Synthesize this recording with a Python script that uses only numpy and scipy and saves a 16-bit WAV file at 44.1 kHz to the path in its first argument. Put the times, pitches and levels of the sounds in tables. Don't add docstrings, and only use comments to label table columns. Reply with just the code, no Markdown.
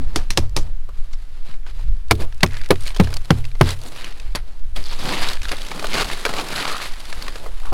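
import sys
import numpy as np
from scipy import signal
from scipy.fft import rfft, irfft, next_fast_len
from scipy.io import wavfile
from scipy.ndimage import uniform_filter1d, map_coordinates

SR = 44100
rng = np.random.default_rng(int(sys.argv[2]) if len(sys.argv) > 2 else 0)


def dump_mix(stems):
    frames = np.atleast_2d(stems).T
    limited = np.clip(frames, -1, 1)
    pcm = np.round(limited * 32767).astype(np.int16)
    wavfile.write(sys.argv[1], SR, pcm)


def gain_from_decibels(decibels):
    exponent = np.asarray(decibels, float) / 20
    return 10 ** exponent


N = 340893


def unit(x):
    return x / np.sqrt(np.mean(x ** 2) + 1e-20)


def peak(x):
    return x / np.abs(x).max()


def noise(count=N):
    return rng.standard_normal(count)


def sine(hz, t):
    return np.sin(2 * np.pi * hz * t)


def curves(rows):
    s, *columns = np.transpose(rows)
    return [np.interp(np.arange(N) / SR, s, column) for column in columns]


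def wobble(rate):
    knots = noise(int(N * 60 / SR) + 4)
    return map_coordinates(knots, [np.arange(N) * min(rate, 59) / SR])


def coloured(x, spectrum):
    size = next_fast_len(len(x))
    hz, db = np.transpose(spectrum)
    log_hz = np.log(np.fft.rfftfreq(size, 1 / SR) + 1)
    gain = gain_from_decibels(np.interp(log_hz, np.log(hz + 1), db))
    return unit(irfft(rfft(x, size) * gain, size)[:len(x)])


def fall(t, t60, attack):
    return gain_from_decibels(-60 * t / t60) * (1 - np.exp(-t / attack))


def add(track, s, sound):
    part = track[round(s * SR):][:len(sound)]
    part += sound[:len(part)]


# (time [s], gust level [dB])
WIND = [(0, -26.5), (1.2, -34), (1.48, -39), (1.65, -41), (1.9, -19.5), (2.06, -34), (3.1, -31.5),
        (3.98, -50), (4.3, -34.5), (4.5, -42), (4.7, -29), (5.2, -40), (5.42, -24.5), (5.65, -48),
        (6.05, -36), (6.5, -66), (7.05, -38.5), (7.73, -33)]
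# (frequency [Hz], density [dB per Hz])
PUSH = [(1.2, -8.5), (2.0, 5.5), (20, -3.5), (26, -24), (44, -120)]
# (frequency [Hz], density [dB per Hz])
FLUTTER = [(13, -3), (22, 4.5), (57, -8), (140, -29), (180, -34), (310, -120)]
# (frequency [Hz], density [dB per Hz])
AIR = [(130, -6), (220, 5), (649, -2), (1460, -2), (4630, -9), (5850, -12.5), (14900, -20), (16300, -38)]


def wind():
    gust_db, = curves(WIND)
    push_db = -18 + 0.34 * (gust_db - gust_db.mean())
    flutter_db = gust_db + 4 + 2.5 * wobble(rate=11)
    push = gain_from_decibels(push_db) * coloured(noise(), PUSH)
    flutter = gain_from_decibels(flutter_db) * coloured(noise(), FLUTTER)
    return push + flutter + gain_from_decibels(-57) * coloured(noise(), AIR)


# (middle [s], half length [s], level [dB], pitch [Hz])
CRUMBLES = [(0.6, 0.033, -48, 6500), (5.289, .004, -21.5, 4230), (5.02, 0.038, -37, 4200),
            (5.17, 0.098, -32, 2900), (6.561, 0.0058, -26, 4180), (6.3, .02, -37, 910),
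            (6.395, 0.041, -32.5, 1100), (1.135, 0.0091, -44, 5500), (2.543, 0.032, -40, 1830),
            (2.872, 0.024, -46, 4500), (2.97, .03, -51, 2550), (3.041, 0.027, -43, 3500),
            (3.885, .03, -46.5, 9000), (3.99, 0.056, -45, 4060), (4.064, 0.042, -41, 2490),
            (6.945, .06, -50, 5000), (1.68, 0.047, -56, 2300), (3.676, 0.057, -36.5, 3970),
            (2.58, .12, -44.5, 2010), (2.875, .04, -41, 2220), (4.905, 0.076, -37, 4160),
            (5.121, 0.091, -35, 780), (5.243, 0.028, -33, 850), (5.525, 0.011, -27.5, 524),
            (6.272, 0.042, -39, 1510), (6.671, 0.13, -29.5, 1330), (7.451, 0.057, -43.5, 590),
            (7.674, 0.056, -39.5, 1050)]


def crumbles():
    out, t = np.zeros(N), np.arange(300) / SR
    for s, length, db, hz in CRUMBLES:
        when, tune, size = np.clip(rng.standard_normal((3, 90, 1)), -2, 2)
        f = hz * np.exp(0.19 * tune)
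        wavelets = gain_from_decibels(7.8 * size) * sine(f, t) * np.exp(-t * f / 3.9)
        where = np.round(length / 2 * (when + 2) * SR).astype(int) + np.arange(len(t))
        lump = np.bincount(where.ravel(), wavelets.ravel())
        add(out, s - length, gain_from_decibels(db) * lump * np.sqrt(length * SR) / np.linalg.norm(lump))
    return out


# (frequency [Hz], density [dB per Hz])
SNAP = [(900, -6), (1600, -1), (4600, -0.5), (7000, -6.5), (11000, -9), (16000, -18)]
# (time [s], peak [dB], pitch [Hz])
SHARDS = [(0.3344, -33, 4300), (1.1338, -28.5, 2130), (1.5, -39, 1600), (2.152, -23, 3570),
          (2.3246, -27, 1630), (2.4628, -17, 2510), (2.4744, -29, 1820), (2.5092, -27, 1650),
          (2.5334, -34, 2180), (2.5426, -21, 1740), (2.5686, -17, 1720), (2.614, -16.5, 1980),
          (2.6354, -25, 2340), (2.6594, -24.5, 2020), (2.7561, -21.5, 1950), (2.8634, -18, 2230),
          (2.8764, -16, 4230), (2.9044, -20, 2190), (2.9462, -23, 3020), (3.1278, -20.5, 1480),
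          (3.1398, -14.5, 4900), (3.1677, -13, 4460), (3.4421, -26, 2080), (3.4514, -21, 2660),
          (3.5149, -28, 2350), (3.6895, -11, 3400), (3.7055, -11.5, 4000), (3.8152, -25.5, 4500),
          (3.8616, -24.5, 4280), (4.0437, -16.5, 2920)]
# (time [s], peak [dB], pitch [Hz])
SNAPS = [(4.1984, -22, 2560), (4.7621, -17.5, 3340), (4.8623, -21.5, 4240), (5.2874, -13, 4000),
         (5.3323, -14.5, 4280), (5.4176, -17.5, 2530), (5.4311, -18, 2900), (5.4535, -13, 1590),
         (5.4839, -17, 3600), (5.4914, -14.5, 2800), (5.5672, -21, 3560), (5.6176, -20, 3350),
         (5.7947, -15, 2520), (5.8681, -15, 2980), (5.9319, -8, 2150), (5.9983, -8, 1660),
         (6.5605, -14, 3950), (6.5789, -9.5, 1840), (6.8169, -15.5, 2140), (7.0025, -21.5, 3360),
         (7.0539, -24, 3500), (7.1267, -15, 1760), (7.2235, -17, 4450)]
# (time [s], peak [dB], pitch [Hz])
SQUEAKS = [
    (2.8065, -26, 8400),
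    (2.8214, -30, 8900),
    (2.835, -28, 9260),
    (2.855, -27, 9050),
    (2.878, -28, 8800),
    (2.8924, -29, 8500),
]
# (time [s], peak [dB], pitch [Hz])
SKITTERS = [(2.0835, -35, 3600), (2.4854, -38, 5000), (2.52, -26, 1700), (2.5514, -22, 1750),
            (2.6444, -26, 3000), (2.6514, -34, 1460), (2.6644, -31, 1500), (2.74, -31, 3030),
            (2.8709, -18, 4440), (2.8803, -17, 3000), (2.8887, -21, 3000), (2.9714, -21, 3500),
            (2.9844, -26, 2500), (3.0104, -16, 4000), (3.026, -31, 3630), (3.036, -22, 4500),
            (3.0927, -31, 2000), (3.207, -35, 3000), (3.2164, -37, 3000), (3.2301, -36, 3000),
            (3.2474, -29, 4290), (3.255, -27, 4000), (3.6, -36, 5000), (3.8844, -29, 4500),
            (3.9215, -24, 4360), (4.0164, -31, 2220), (4.06, -26, 2500), (4.0944, -34, 4070),
            (4.11, -35, 2490), (4.1244, -27, 1880), (4.174, -34, 3660), (4.1808, -29, 2500)]
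# (time [s], peak [dB], pitch [Hz])
CRACKLES = [(4.79, -28, 942), (4.9916, -36, 1020), (5.009, -21, 1120), (5.3708, -20, 1070),
            (5.6176, -22, 3410), (5.6491, -20, 3280), (5.6664, -21, 3890), (5.6855, -19, 3330),
            (5.7384, -26, 1370), (5.7773, -18, 1160), (5.9223, -17, 2240), (5.9736, -10, 1640),
            (6.0447, -16, 4300), (6.0796, -24, 953), (6.1, -13, 926), (6.1204, -18, 1350),
            (6.1664, -28, 2190), (6.2123, -20, 3670), (6.3846, -12.5, 2900), (6.4857, -16, 4340),
            (6.5234, -24, 1710), (6.6002, -13, 1340), (6.653, -7, 1170), (6.6877, -15, 2300),
            (6.6968, -11, 1180), (6.767, -20, 4430), (6.7812, -16.5, 3250), (6.9112, -32, 926),
            (6.938, -30, 5000), (6.977, -31, 945)]
# (time [s], peak [dB])
FLECKS = [(0.495, -30), (2.3454, -31), (2.463, -21), (2.475, -28), (2.534, -25), (2.66, -29), (2.689, -24),
          (2.835, -29), (3.105, -28), (2.38, -34), (3.3872, -38), (3.79, -29), (3.836, -23), (6.1868, -28),
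          (7.3836, -28)]
# (time [s], peak [dB], pitch [Hz], body [dB])
CLODS = [(0.1894, -25, 1690, -7), (0.8894, -39.5, 1440, 7), (1.5394, -33.5, 2160, -7),
         (1.6646, -28, 1500, -13), (2.1849, -44, 2500, -5), (2.2004, -29, 2210, -0.5),
         (2.9632, -17, 3250, -8), (3.0435, -20, 4270, -8), (3.0719, -21, 1660, -8), (3.1043, -29, 2520, -3),
         (3.5518, -31.5, 2100, -1.5), (5.7149, -14.5, 2250, -7.5), (5.8252, -20.5, 4470, 2),
         (5.8426, -11, 1490, -1.5), (6.0194, -15, 4380, -1.5), (6.2906, -14.5, 1910, -3),
         (6.337, -13.5, 1930, -5.5), (6.3964, -13, 2450, -4.5), (6.6772, -14.5, 2250, -8),
         (7.2654, -24, 1500, -7), (7.2804, -15.5, 1880, -5), (7.3562, -20.5, 1700, -6),
         (7.4394, -38, 3110, 9), (7.4614, -28, 2060, 6.5), (7.7285, -18, 2470, 9), (1.7928, -40, 2650, 4)]
# (time [s], peak [dB], pitch [Hz], body [dB])
SPLITS = [(0.586, -23, 5900, -25), (2.116, -2, 2260, 0.5), (2.221, -21, 1730, -18), (2.406, -21, 2670, -17),
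          (2.436, -4, 2200, -1.5), (2.687, -35, 1780, -3), (3.161, -30, 4470, 0.5), (4.355, -11, 4530, -30),
          (5.94, -12, 2430, -12), (6.008, -14, 4340, -6), (6.262, -8, 1590, -4), (6.2514, -3, 2300, -12),
          (5.446, -22, 3800, -20), (5.543, -24, 1400, -8), (5.475, -25, 1300, -8)]


def crumbs():
    light_body_db = -20.5
    pieces = []
    for table, t60 in [(SHARDS, 0.02), (SNAPS, 0.022), (SQUEAKS, 0.041), (SKITTERS, 0.013), (CRACKLES, 0.013)]:
        pieces += [(*row, light_body_db, t60) for row in table]
    pieces += [(s, db, 7100, light_body_db, 0.0048) for s, db in FLECKS]
    for table, t60 in [(CLODS, 0.032), (SPLITS, 0.034)]:
        pieces += [(*row, t60) for row in table]
    landing = [(200, -35), (400, 12.0), (1300, 9.0), (1900, -19.5)]
    out, t = np.zeros(N), np.arange(SR // 16) / SR
    for s, db, hz, body_db, t60 in pieces:
        tilt = 0.45 * np.log2(hz / 2800)
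        colour = [(f, g + tilt * np.log2(f / 2500) - 2 * np.log2(f / hz) ** 2) for f, g in SNAP]
        snap = gain_from_decibels(-4.5) * peak(coloured(noise(len(t)), colour) * fall(t, t60, 0.00055))
        ring = gain_from_decibels(-7.5) * sine(hz, t) * fall(t, 0.76 * t60, 0.00022)
        thump = peak(coloured(noise(len(t)), landing) * fall(t, 1.44 * t60, 0.00057))
        add(out, s, gain_from_decibels(db) * (snap + ring + gain_from_decibels(body_db - 0.35) * thump))
    return out


def grit(share, spread_db, life):
    chance = rng.random(N)
    size = np.minimum(rng.exponential(size=N), 1.6)
    hail = (chance < 900 / SR) * gain_from_decibels(spread_db * size)
    bursts = signal.lfilter([1], [1, -np.exp(-1 / (life * SR))], hail)
    return noise() * (1 + share * unit(bursts))


def crunch(centre_hz, spread, cycles, size_db, clump_db, count):
    start, chance = rng.random((2, count))
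    hz = np.clip(centre_hz * np.exp(spread * noise(count)), 500, 14000)[:, None]
    t = np.arange(200) / SR
    size = gain_from_decibels(-size_db * np.log(chance + 0.019))[:, None]
    wavelets = size * sine(hz, t) * np.exp(-t * hz / cycles)
    where = (start * N).astype(int)[:, None] + np.arange(len(t))
    snaps = np.bincount(where.ravel(), wavelets.ravel(), N + len(t))[:N]
    return unit(snaps * gain_from_decibels(clump_db * wobble(rate=37)))


def patchy(x, patchy_db):
    z = signal.stft(x, nperseg=512)[2]
    field = uniform_filter1d(rng.standard_normal(z.shape), size=9, axis=0)
    field = uniform_filter1d(field, size=9, axis=1)
    return unit(signal.istft(z * gain_from_decibels(patchy_db * unit(field)), nperseg=512)[1][:N])


def strokes(table):
    t = np.arange(0, N + 32, 32) / SR
    drag, load = np.full((2, len(t)), 1e-10)
    for s, rise, drop, db, load_db in table:
        away = np.abs(np.where(t < s, (s - t) / rise, (t - s) / drop))
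        power = gain_from_decibels(2 * (db - 21.5 * away ** 1.61))
        drag = drag + power
        load = load + power * gain_from_decibels(2 * load_db)
    return curves(np.transpose([t, 10 * np.log10(drag), 10 * np.log10(load)]))


def powder():
    out, t = np.zeros(N), np.arange(SR) / SR
    for s, *_ in SLAPS[:6]:
        add(out, s, gain_from_decibels(-52) * fall(t, 1.17, 0.041))
    return out


# (fastest at [s], rise [s], fall [s], drag [dB], load [dB])
STROKES = [(3.69, 0.078, 0.065, -30.5, -2), (3.86, 0.11, 0.17, -50.5, 11.5),
           (4.765, 0.012, 0.085, -32.5, -2.5), (4.9, 0.12, 0.14, -40, -12), (5.09, 0.15, 0.24, -28.5, 2),
           (5.28, 0.34, 0.1, -25.5, -24), (5.5, 0.16, 0.091, -36.5, -23), (5.62, 0.22, 0.26, -38, -19),
           (5.8, 0.28, 0.64, -35.5, 3), (5.95, 0.077, 0.21, -23.5, -11), (6.15, 0.18, 0.26, -32, -11),
           (6.39, 0.17, 0.13, -27, 0.5), (6.6, 0.19, 0.16, -24, -12), (6.72, 0.17, 0.31, -30.5, -21),
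           (7.05, 0.21, 0.47, -40.5, -29), (7.2, 0.16, 0.26, -38, -1), (7.45, 0.17, 0.14, -47.5, 7),
           (7.71, 0.66, 0.074, -46, -9)]
# (fastest at [s], rise [s], fall [s], drag [dB], load [dB])
JOLTS = [(4.79, 0.013, 0.034, -51, -5), (4.93, .03, 0.039, -38, -12), (5.055, 0.051, .04, -26.5, -2),
         (5.25, 0.051, 0.028, -28, -14), (5.34, 0.076, 0.027, -37, -9), (5.945, 0.023, .03, -21.5, -13),
         (6.015, 0.052, 0.035, -21, -7), (6.05, .015, 0.021, -26, -8), (6.125, 0.061, 0.045, -26.5, -11),
         (6.295, 0.012, 0.022, -31, -2), (6.392, 0.033, 0.022, -27, 0), (6.525, 0.053, 0.022, -28.5, -8),
         (6.605, 0.027, .03, -27, -6), (6.7, .04, 0.028, -24, -21), (6.785, .02, 0.03, -34, -7),
         (6.84, .04, 0.061, -30, -19), (3.97, 0.094, 0.053, -49, -12), (4.08, 0.031, 0.014, -50, -2),
         (2.215, .025, .03, -38, -1), (5.58, .02, .04, -36, -15), (5.16, .1, .1, -30, -5)]
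# (fastest at [s], rise [s], fall [s], drag [dB], load [dB])
SLIDES = [(0.01, 0.12, 0.24, -47, 5), (.21, 0.14, 0.094, -43, 6), (.42, 0.1, 0.068, -45.5, 11),
          (.63, 0.13, 0.13, -50.5, 11), (1.14, 0.5, 0.45, -54.5, -20), (1.38, 0.2, 0.066, -53.5, -7),
          (1.51, 0.11, 0.068, -44, -13), (1.672, 0.016, 0.054, -41, -5), (1.75, 0.042, 0.32, -50, -3),
          (2.2, 0.03, 0.1, -48.5, 17.5), (2.57, 0.27, .12, -50, -25), (2.87, 0.2, 0.6, -47.5, -27),
          (3.04, 0.021, 0.036, -35.5, 3), (3.12, 0.11, 0.096, -47.5, 8), (3.25, 0.03, 0.048, -48, -3.5),
          (3.349, 0.12, 0.12, -49.5, 10.5), (4.06, 0.19, 0.11, -36.5, -4.5), (4.27, 0.38, 0.1, -47.5, 0),
          (4.45, 0.072, .3, -53, 2), (1.0, .1, .1, -56, -5)]
# (frequency [Hz], density [dB per Hz])
RASP = [(650, -4.5), (1100, -2), (1150, 0), (1410, -4), (3140, -5), (3450, -6.5), (3870, -0.5),
        (4800, -3.5), (5600, -17), (6200, -19), (8060, -23), (13600, -120)]
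# (frequency [Hz], density [dB per Hz])
SLUMP = [(70, -30), (120, 2), (400, -2.5), (1000, -8.5), (1350, -15), (1900, -39)]
# (frequency [Hz], density [dB per Hz])
FIZZ = [(3530, -2.5), (6000, -9.5), (10800, -8.5), (15100, -23), (16100, -20), (16300, -57)]


def sweep():
    rasp_db, slump_db = strokes([*STROKES, *JOLTS, *SLIDES])
    drag = 1.76 * wobble(rate=50)
    grains = grit(share=1.7, spread_db=11.5, life=0.0018)

    catch = gain_from_decibels(1.8 * wobble(rate=28)) * patchy(coloured(grains, RASP), patchy_db=1.8)
    rasp = gain_from_decibels(rasp_db - 8.0 + drag) * catch

    fizz_db, grows = -48.5, 0.64
    glove_fizz = gain_from_decibels(grows * strokes([*STROKES, *JOLTS])[0])
    sleeve_fizz = gain_from_decibels(grows * strokes(SLIDES)[0] - 8)
    fizz_gain = gain_from_decibels(fizz_db + 39.44 * grows) * (glove_fizz + sleeve_fizz) + powder()
    hiss = coloured(grains + 1.5 * noise(), FIZZ)
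    fizz = fizz_gain * gain_from_decibels(5.0 + drag + 0.15 * wobble(rate=9.8)) * hiss

    soft = coloured(grit(share=0.66, spread_db=-2.0, life=0.0066), SLUMP)
    slump = gain_from_decibels(slump_db - 5.0 + drag + 1.34 * wobble(rate=24)) * soft
    snaps = crunch(centre_hz=2750, spread=0.61, cycles=1.5, size_db=3.5, clump_db=1.0, count=9000)
    return rasp + fizz + slump + gain_from_decibels(rasp_db - 7.0) * snaps


def crush(t, t60, colour, crack_db, debris_db, rise):
    crack = fall(t, 0.012, 0.0001) * (1 - np.exp(-(t / rise) ** 3))
    shape = gain_from_decibels(crack_db) * crack + fall(t, t60, rise) + gain_from_decibels(debris_db) * fall(t, 0.28, 0.0083)
    lumps = gain_from_decibels(2.5 * unit(uniform_filter1d(noise(len(t)), size=60)))
    return peak(coloured(noise(len(t)), colour) * shape * lumps)


def panel_body(t, t60):
    hit = noise(len(t))
    knock = coloured(hit, [(190, -48), (300, 6), (1200, -5.0), (2200, -36.0)])
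    hum = coloured(hit, [(190, -48), (330, 11), (1300, -35)])
    return peak(knock * fall(t, t60, 0.0014) + gain_from_decibels(-16.5) * hum * fall(t, 0.13, 0.0021))


def panel_thud(t, hz, squeeze):
    cycles = hz * (t + squeeze * 0.0079 * (1 - np.exp(-t / 0.00065)))
    return sine(1, cycles) * fall(t, 0.073, 0.0016)


# (frequency [Hz], level [dB], t60 [s])
GLASS = [(56.4, 1, 0.52), (88.7, 6.5, 0.45), (124.4, -2, 0.67), (210.7, 5, 0.14), (252.4, -1, 0.21),
         (352, 2, 0.072), (436, -21, .5), (540, -20, 0.34)]


def glass_modes(t):
    out = np.zeros(len(t))
    for hz, db, t60 in GLASS:
        out += gain_from_decibels(db + rng.normal(0, 2.8)) * sine(hz, t) * fall(t, t60, 0.0065)
    return out


def blows(table, colour, crack_db, debris_db, thud_db, ring_db, squeeze, dull, rise):
    out, t = np.zeros(N), np.arange(SR // 2) / SR
    before = SR // 50
    for s, db, low_db, hz, body_db in table:
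        t60 = 0.043 - 0.0052 * db
        tilt = dull * (max(low_db, -23) + 21.5)
        muffled = [(f, g - tilt * np.log2(1 + f / 4000)) for f, g in colour]
        ice = gain_from_decibels(db + 3.0) * crush(t, t60, muffled, crack_db, debris_db, rise)
        body = gain_from_decibels(db + body_db + 6) * panel_body(t, t60)
        low = gain_from_decibels(thud_db) * panel_thud(t, hz, squeeze) + gain_from_decibels(ring_db) * glass_modes(t)
        add(out, s, ice + body + gain_from_decibels(db + low_db) * low)
        packing = gain_from_decibels(db - 30 - 60 * t[:before] / 0.02)[::-1]
        add(out, s - before / SR, packing * coloured(noise(len(t)), colour)[:before])
    return out


# (time [s], peak [dB], thud [dB], thud pitch [Hz], body [dB])
CHIPS = [
    (0.1593, -7, -17.5, 105, -12.5),
    (0.3044, -11.5, -27, 159, -31),
    (0.374, -2, -16, 150, -14.5),
    (0.5643, -10, -14.5, 110, -12.5),
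]
# (frequency [Hz], density [dB per Hz])
EDGE = [(530, -9.5), (900, -7), (1750, -4), (2070, -1.5), (2830, -4), (5890, -1.5), (6970, -9),
        (11300, -14.5), (16000, -37)]


def scraper():
    return blows(CHIPS, EDGE, crack_db=11.5, debris_db=-24, thud_db=7.0, ring_db=-5.5,
                 squeeze=0.14, dull=0.03, rise=0.00027)


def last_ring():
    t = np.arange(N) / SR
    out = gain_from_decibels(-23) * sine(262, t) * fall(t, 0.1, 0.0031)
    out += gain_from_decibels(-31.0) * sine(128, t) * fall(t, 0.55, 0.003)
    add(out, CHIPS[1][0], gain_from_decibels(-22.0) * sine(4150, t) * fall(t, 0.056, 0.0019))
    return out


# (time [s], peak [dB], thud [dB], thud
# pitch [Hz], body [dB])
SLAPS = [(2.1096, 5, -22, 106, -12.5), (2.4306, 3, -24.5, 170, -14.5), (2.705, -2, -20, 173, -4.5),
         (2.998, -2, -10.5, 180, -6.5), (3.3046, -1.5, -13, 157, -7), (3.6103, 0, -12, 135.6, -6.5),
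         (4.3492, -15.5, -24.5, 105, -20), (5.5146, -13, -27, 270, -26), (6.2509, -12, -37, 290, -25),
         (7.7215, -45, 14, 36.4, 22), (2.199, -29.5, -20, 130, -3), (1.491, -49, 3, 124, -20)]
# (frequency [Hz], density [dB per Hz])
PALM = [(530, 0), (900, 0.5), (1790, 1.5), (2330, -0.5), (2930, -4.5), (4630, -6), (7230, -22),
        (10500, -13.5), (16000, -47)]


def glove():
    return blows(SLAPS, PALM, crack_db=17.5, debris_db=-46.0, thud_db=16.5, ring_db=-6,
                 squeeze=0.29, dull=0.56, rise=0.002)


def scene():
    background = wind() + crumbles() + crumbs()
    return (background + sweep() + scraper() + last_ring() + glove())[None]


def top_cut(x):
    return signal.sosfilt(signal.butter(12, 16480, fs=SR, output="sos"), x)


def record(dry):
    top = 0.91
    rounded = dry / (1 + np.abs(dry / top) ** 6) ** (1 / 6)
    lowpass = signal.butter(16, 16100, fs=SR, output='sos')
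    mix = signal.sosfiltfilt(lowpass, rounded)
    return top_cut(mix)


dry = scene()
out = record(dry)
dump_mix(out)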